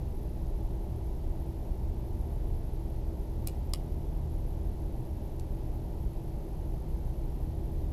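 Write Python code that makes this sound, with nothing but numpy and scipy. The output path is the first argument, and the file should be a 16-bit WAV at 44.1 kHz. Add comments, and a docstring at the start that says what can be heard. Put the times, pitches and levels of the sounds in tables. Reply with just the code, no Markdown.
"""A low, steady ventilation rumble with fan tones and mains hum fills a quiet workroom; a supply whines faintly.
Two hands press a thin metal strip onto a bench: slips of the strip make small dry ticks.
Each slip is a snap and a burst of friction that excites damped modes, then a few reflections and a short tail.
Air noise is shaped random noise, motors and hum are wandering sines, and the whine is a frequency-modulated sine."""
import sys
import numpy as np
from scipy import signal
from scipy.fft import rfft, irfft
from scipy.io import wavfile

SR = 44100
rng = np.random.default_rng(int(sys.argv[2]) if len(sys.argv) > 2 else 0)


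def log_audio(samples):
    """Write samples as a 16-bit WAV file to the path given in sys.argv[1]."""
    # one column per channel
    frames = np.atleast_2d(samples).T
    # limit to full scale, then quantise
    limited = np.clip(frames, -1, 1)
    pcm = np.round(limited * 32767).astype(np.int16)
    wavfile.write(sys.argv[1], SR, pcm)


N = 349578
TIME = np.arange(N) / SR  # seconds

# (time [s], level [dB], friction T60 [s], tilt [dB/octave], ring [Hz], ring width [Hz],
#  ring gain [dB], gain toward the room [dB])
SLIPS = [(0.4685, -61, .014, 0, 6400, 400, 20, -6), (3.47, -46, .022, 0, 5200, 1500, 0, -2),
         (3.4729, -25.5, 0.0086, 0, 12900, 1500, 23, 6), (3.4750, -38, 0.011, 2.5, 5500, 600, 4, 5),
         (3.7356, -23.5, 0.0083, -0.6, 4700, 500, 8.5, -0.5),
         (3.7373, -29.5, 0.0096, -1.5, 7650, 1200, 3, 1), (5.397, -43, 0.0089, 2, 4200, 900, -13, -2)]
# Resonances of the strip pressed on the bench: (frequency [Hz], width [Hz], gain before the tilt [dB])
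STRIP_MODES = [(720, 370, -3.5), (1200, 320, -1), (2440, 600, -3), (4160, 380, -0.5), (4540, 340, -3),
               (5320, 610, 0), (7170, 620, -1.5), (7920, 380, 1.5), (9000, 690, 0), (10900, 850, -0.5),
               (13200, 600, -4.5), (14850, 400, -6)]
# Reflections off the nearest surfaces: (delay [s], gain [dB])
REFLECTIONS = [(0.0102, -12), (0.015, -21), (.0222, -21)]

# Basic switching pitch of the supply through one load cycle: (share of the cycle [0-1], frequency [Hz])
LOAD_CYCLE = [(.01, 11100), (.11, 10950), (.16, 10280), (.22, 10330), (.25, 11650), (.43, 11780),
              (.47, 12750), (.93, 12790)]
LOAD_RATE_HZ = 47.952
SLOW_LOAD_ON_S = 1.15  # one of the moments when the slow load switches on
LIGHT_EVERY, LIGHT_FIRST = 4, 1  # load cycles
HEAVY_EVERY, HEAVY_FIRST = 24, 7  # load cycles

# Mains hum: (multiple of the mains frequency [1], rms level [dB])
HUM = [(2, -50.5), (4, -60.5), (10, -69), (12, -74.5)]
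MAINS_HZ = 59.98

# Air in the ducts, before the chance unevenness: (frequency [Hz], density [dB per Hz])
DUCT_AIR = [(19, -58.5), (31, -49), (41, -53.5), (49, -51.5), (56, -55), (66, -59), (78, -57), (90, -66.5),
            (100, -64), (119, -59.5), (142, -65), (265, -74.5), (320, -71), (390, -73.5), (470, -79),
            (600, -79), (830, -83), (885, -86), (990, -89), (1100, -95.5), (1700, -110), (5000, -140)]
# Fan and motor tones, before the chance unevenness: (frequency [Hz], rms level [dB], unsteadiness [0-1])
FAN_TONES = [(26.9, -42, .25), (36.3, -43.5, .4), (79.2, -49, .3), (113.6, -54, .4), (177.1, -60.5, .4),
             (236.2, -64, .4), (303, -66, .4), (314.8, -65, .4), (330.1, -53, .1), (386.1, -65, .4),
             (396.9, -59.5, .2), (587.6, -70, .5), (828.9, -74, .4), (837.1, -70.3, .3), (864.5, -69, .2),
             (913.3, -70, .25), (947.6, -77, .4), (974.5, -80, .4), (1895, -90.5, .8), (1951.3, -87.5, .7),
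             (6160, -91.5, .8)]
# Chance unevenness of a steady deep rumble: (time [s], gain [dB])
RUMBLE_UNEVENNESS = [(0, 0.9), (1.15, -1.5), (1.6, -1), (2.15, 2.5), (2.8, -1), (3.9, -1), (4.7, 0.2),
                     (5.2, 0.5), (6.1, -1.1), (7.7, 0.1)]
# Hum of a blower: (time [s], rms level [dB])
BLOWER_LEVEL = [(0, -40), (3.2, -41.5), (4.6, -52), (5.6, -43.5), (7.4, -40)]
BLOWER_HZ = 59.0
# A motor's drone that swells midway and again near the end:
# (time [s], rms level of the fundamental [dB], rms level of its octave [dB])
DRONE_LEVELS = [(0, -47, -66), (3.0, -44, -59), (3.55, -40.5, -64), (3.85, -41, -44), (4.25, -39.5, -47),
                (4.6, -44, -53.5), (6.1, -48.5, -52.5), (6.9, -47.5, -49.5), (7.7, -40, -48.5)]
DRONE_HZ = 75.85

# Microphone hiss: (frequency [Hz], density [dB per Hz])
HISS = [(300, -103), (2000, -102.5), (4200, -105.3), (6000, -108.6), (8500, -113), (13000, -113.3),
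        (14900, -117.5), (15600, -132)]
CUTOFF_HZ = 16200


def from_db(db):
    """Decibel law: 20 dB is a factor of ten in amplitude."""
    return 10 ** (np.asarray(db) / 20)


def rms_one(x):
    """Normalization to unit root mean square."""
    return x / np.sqrt(np.mean(np.abs(x) ** 2) + 1e-20)


def in_time(rows):
    """Linear interpolation of a (time, value) curve at every sample."""
    return np.interp(TIME, *np.transpose(rows))


def drift(rate_hz):
    """Low-passed random motion: smooth chance of rms 1, changing about rate_hz times a second."""
    step = 100  # samples between computed points
    settling = 2000  # points discarded
    pole = np.exp(-2 * np.pi * rate_hz * step / SR)
    chance = rng.standard_normal(N // step + 2 + settling)
    slow = signal.lfilter([1], [1, -2 * pole, pole * pole], chance)[settling:]
    return np.interp(np.arange(N) / step, np.arange(len(slow)), rms_one(slow))


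def noise(spectrum, skirt_order=4):
    """Spectral shaping: white noise takes the given density, falling away below half the first frequency."""
    points_hz, density_db = np.transpose(spectrum)
    hz = np.arange(1, N // 2 + 2) * SR / N
    gain = from_db(np.interp(np.log(hz), np.log(points_hz), density_db))
    gain /= np.sqrt(1 + (points_hz[0] / 2 / hz) ** (2 * skirt_order))
    white = rfft(rng.standard_normal(N))
    return irfft(white * gain, N) * np.sqrt(SR / 2)


def resonance(x, hz, width_hz):
    """Damped oscillator: two poles, gain 1 at the peak, damping set by the width."""
    radius = np.exp(-np.pi * width_hz / SR)
    zeros = np.array([1, 0, -1]) * (1 - radius ** 2) / 2
    poles = [1, -2 * radius * np.cos(2 * np.pi * hz / SR), radius ** 2]
    return signal.lfilter(zeros, poles, x)


def tone(hz, unsteady, waver_hz=0.98):
    """Narrow-band modulation: a sine of rms about 1 whose strength and phase wander slowly."""
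    share = np.clip(unsteady, 0, 1)
    phase = 2 * np.pi * (hz * TIME + rng.random())
    steady = np.sqrt(2 * (1 - share ** 2))
    in_phase = steady + share * drift(waver_hz)
    quadrature = share * drift(waver_hz)
    return in_phase * np.cos(phase) + quadrature * np.sin(phase)


def ticks(crack_db=-24, snap_db=10, ring_to_room=0.25, tilt_pivot_hz=5000):
    """Stick-slip excitation of damped modes: a snap, then friction dying in milliseconds.

    Returns the direct sound and what goes to the walls."""
    direct, outward = np.zeros(N), np.zeros(N)
    age = TIME[:SR // 20]
    for time_s, level_db, t60, tilt_db, ring_hz, ring_width_hz, ring_db, room_db in SLIPS:
        decay = from_db(-60 * age / t60)
        friction = rng.choice([-1, 1], len(age)) * decay
        slip = friction + from_db(snap_db) * (age == 0)
        body = from_db(crack_db) * slip
        for k, (hz, width_hz, mode_db) in enumerate(STRIP_MODES):
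            polarity = (-1) ** k
            tilted_db = mode_db + tilt_db * np.log2(hz / tilt_pivot_hz)
            body = body + polarity * from_db(tilted_db) * resonance(slip, hz, width_hz)
        # the place of contact favours one range, which is beamed mostly forward
        ring = from_db(ring_db) * resonance(body, ring_hz, ring_width_hz)
        gain = from_db(level_db) * np.std(decay) / np.std(body + ring)
        start = round(time_s * SR)
        span = slice(start, start + len(age))
        direct[span] += gain * (body + ring)
        outward[span] += gain * from_db(room_db) * (body + ring_to_room * ring)
    return direct, outward


def room(x, tail_db=-20, t60=0.26, lowpass_hz=12000, tail_delay_s=0.016, boost_hz=2750, boost_db=8.5):
    """Room reverberation: distinct reflections, then a diffuse exponential tail, with more upper midrange."""
    x = x + from_db(boost_db) * resonance(x, boost_hz, width_hz=480)
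    early = np.zeros(N)
    for delay_s, gain_db in REFLECTIONS:
        delay = round(delay_s * SR) / SR  # whole samples
        early += from_db(gain_db) * np.interp(TIME - delay, TIME, x, left=0)
    age = TIME[:SR // 2]
    tail = rng.standard_normal(len(age)) * from_db(-60 * age / t60) * (age > tail_delay_s)
    late = signal.fftconvolve(x, tail / np.linalg.norm(tail))[:N]
    lowpass = signal.butter(1, lowpass_hz, "low", fs=SR, output="sos")
    return signal.sosfilt(lowpass, early + from_db(tail_db) * late)


def supply_whine(level_db=-69.0, step_hz=200, jitter_hz=30, waver_hz=35, light_hz=360, light_db=-10.0,
                 light_share=0.05, heavy_hz=480, flicker_db=1.5):
    """Frequency modulation: a coil sings at a pitch set by a fast repeating load and one toggling each second."""
    cycles = TIME * LOAD_RATE_HZ
    number, share = cycles.astype(int), cycles % 1
    chance, depth = rng.random((number[-1] + 1, 2)).T
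    second_half = share > .5
    half_weight = np.where(second_half, 1, .5)  # the first half of a cycle shifts half as far

    slow_load = np.sin(np.pi * (TIME - SLOW_LOAD_ON_S)) > 0
    hz = np.interp(share, *np.transpose(LOAD_CYCLE), period=1)
    hz = hz + step_hz * slow_load * half_weight

    # lightly loaded cycles, regular ones and a few stray ones, run higher and fainter
    light = (number % LIGHT_EVERY == LIGHT_FIRST) | (chance[number] < light_share)
    relief = light * 2 * depth[number] * half_weight
    # heavy cycles sag in their second half
    heavy = (number % HEAVY_EVERY == HEAVY_FIRST) & second_half
    hz = hz + light_hz * relief - heavy_hz * heavy
    hz = hz + jitter_hz * drift(100) + waver_hz * drift(25)

    # the whine is stronger at its lower pitches
    pitch_strength = (hz.mean() / hz) ** 1.9
    change_db = light_db * relief * second_half + flicker_db * drift(24)
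    strength = rms_one(pitch_strength * from_db(change_db))
    sine = np.sqrt(2) * np.sin(2 * np.pi * np.cumsum(hz) / SR)
    return from_db(level_db) * strength * sine


def mains():
    """Even-harmonic vibration: transformers hum on even multiples of the mains frequency."""
    return sum(from_db(db) * tone(round(multiple) * MAINS_HZ, unsteady=.1) for multiple, db in HUM)


def ventilation(deep_below_hz=130):
    """Flow noise plus rotational tones: a steady rumble, its deep part uneven by chance, a blower and a drone."""
    air = noise(DUCT_AIR)
    for hz, db, unsteady in FAN_TONES:
        air = air + from_db(db) * tone(hz, unsteady)
    lowpass = signal.butter(2, deep_below_hz, fs=SR, output="sos")
    deep = signal.sosfiltfilt(lowpass, air)  # zero phase, so it subtracts cleanly
    uneven_air = air - deep + deep * from_db(in_time(RUMBLE_UNEVENNESS))

    blower = from_db(in_time(BLOWER_LEVEL)) * tone(BLOWER_HZ, unsteady=.1)
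    drone = np.zeros(N)
    for harmonic in (1, 2):
        level_db = in_time(np.array(DRONE_LEVELS)[:, [0, harmonic]])
        drone += from_db(level_db) * tone(harmonic * DRONE_HZ, unsteady=.1)
    return uneven_air + blower + drone


def scene():
    """Superposition: the direct ticks and their room sound add to the steady background."""
    direct, outward = ticks()
    background = ventilation() + mains() + supply_whine() + noise(HISS)
    return (background + direct + room(outward))[None]


def record(dry):
    """Band limiting: an elliptic low-pass cuts the top steeply."""
    lowpass = signal.ellip(10, .1, 80, CUTOFF_HZ, fs=SR, output="sos")  # ripple .1 dB, stopband 80 dB
    return signal.sosfilt(lowpass, dry)


dry = scene()
out = record(dry)
log_audio(out)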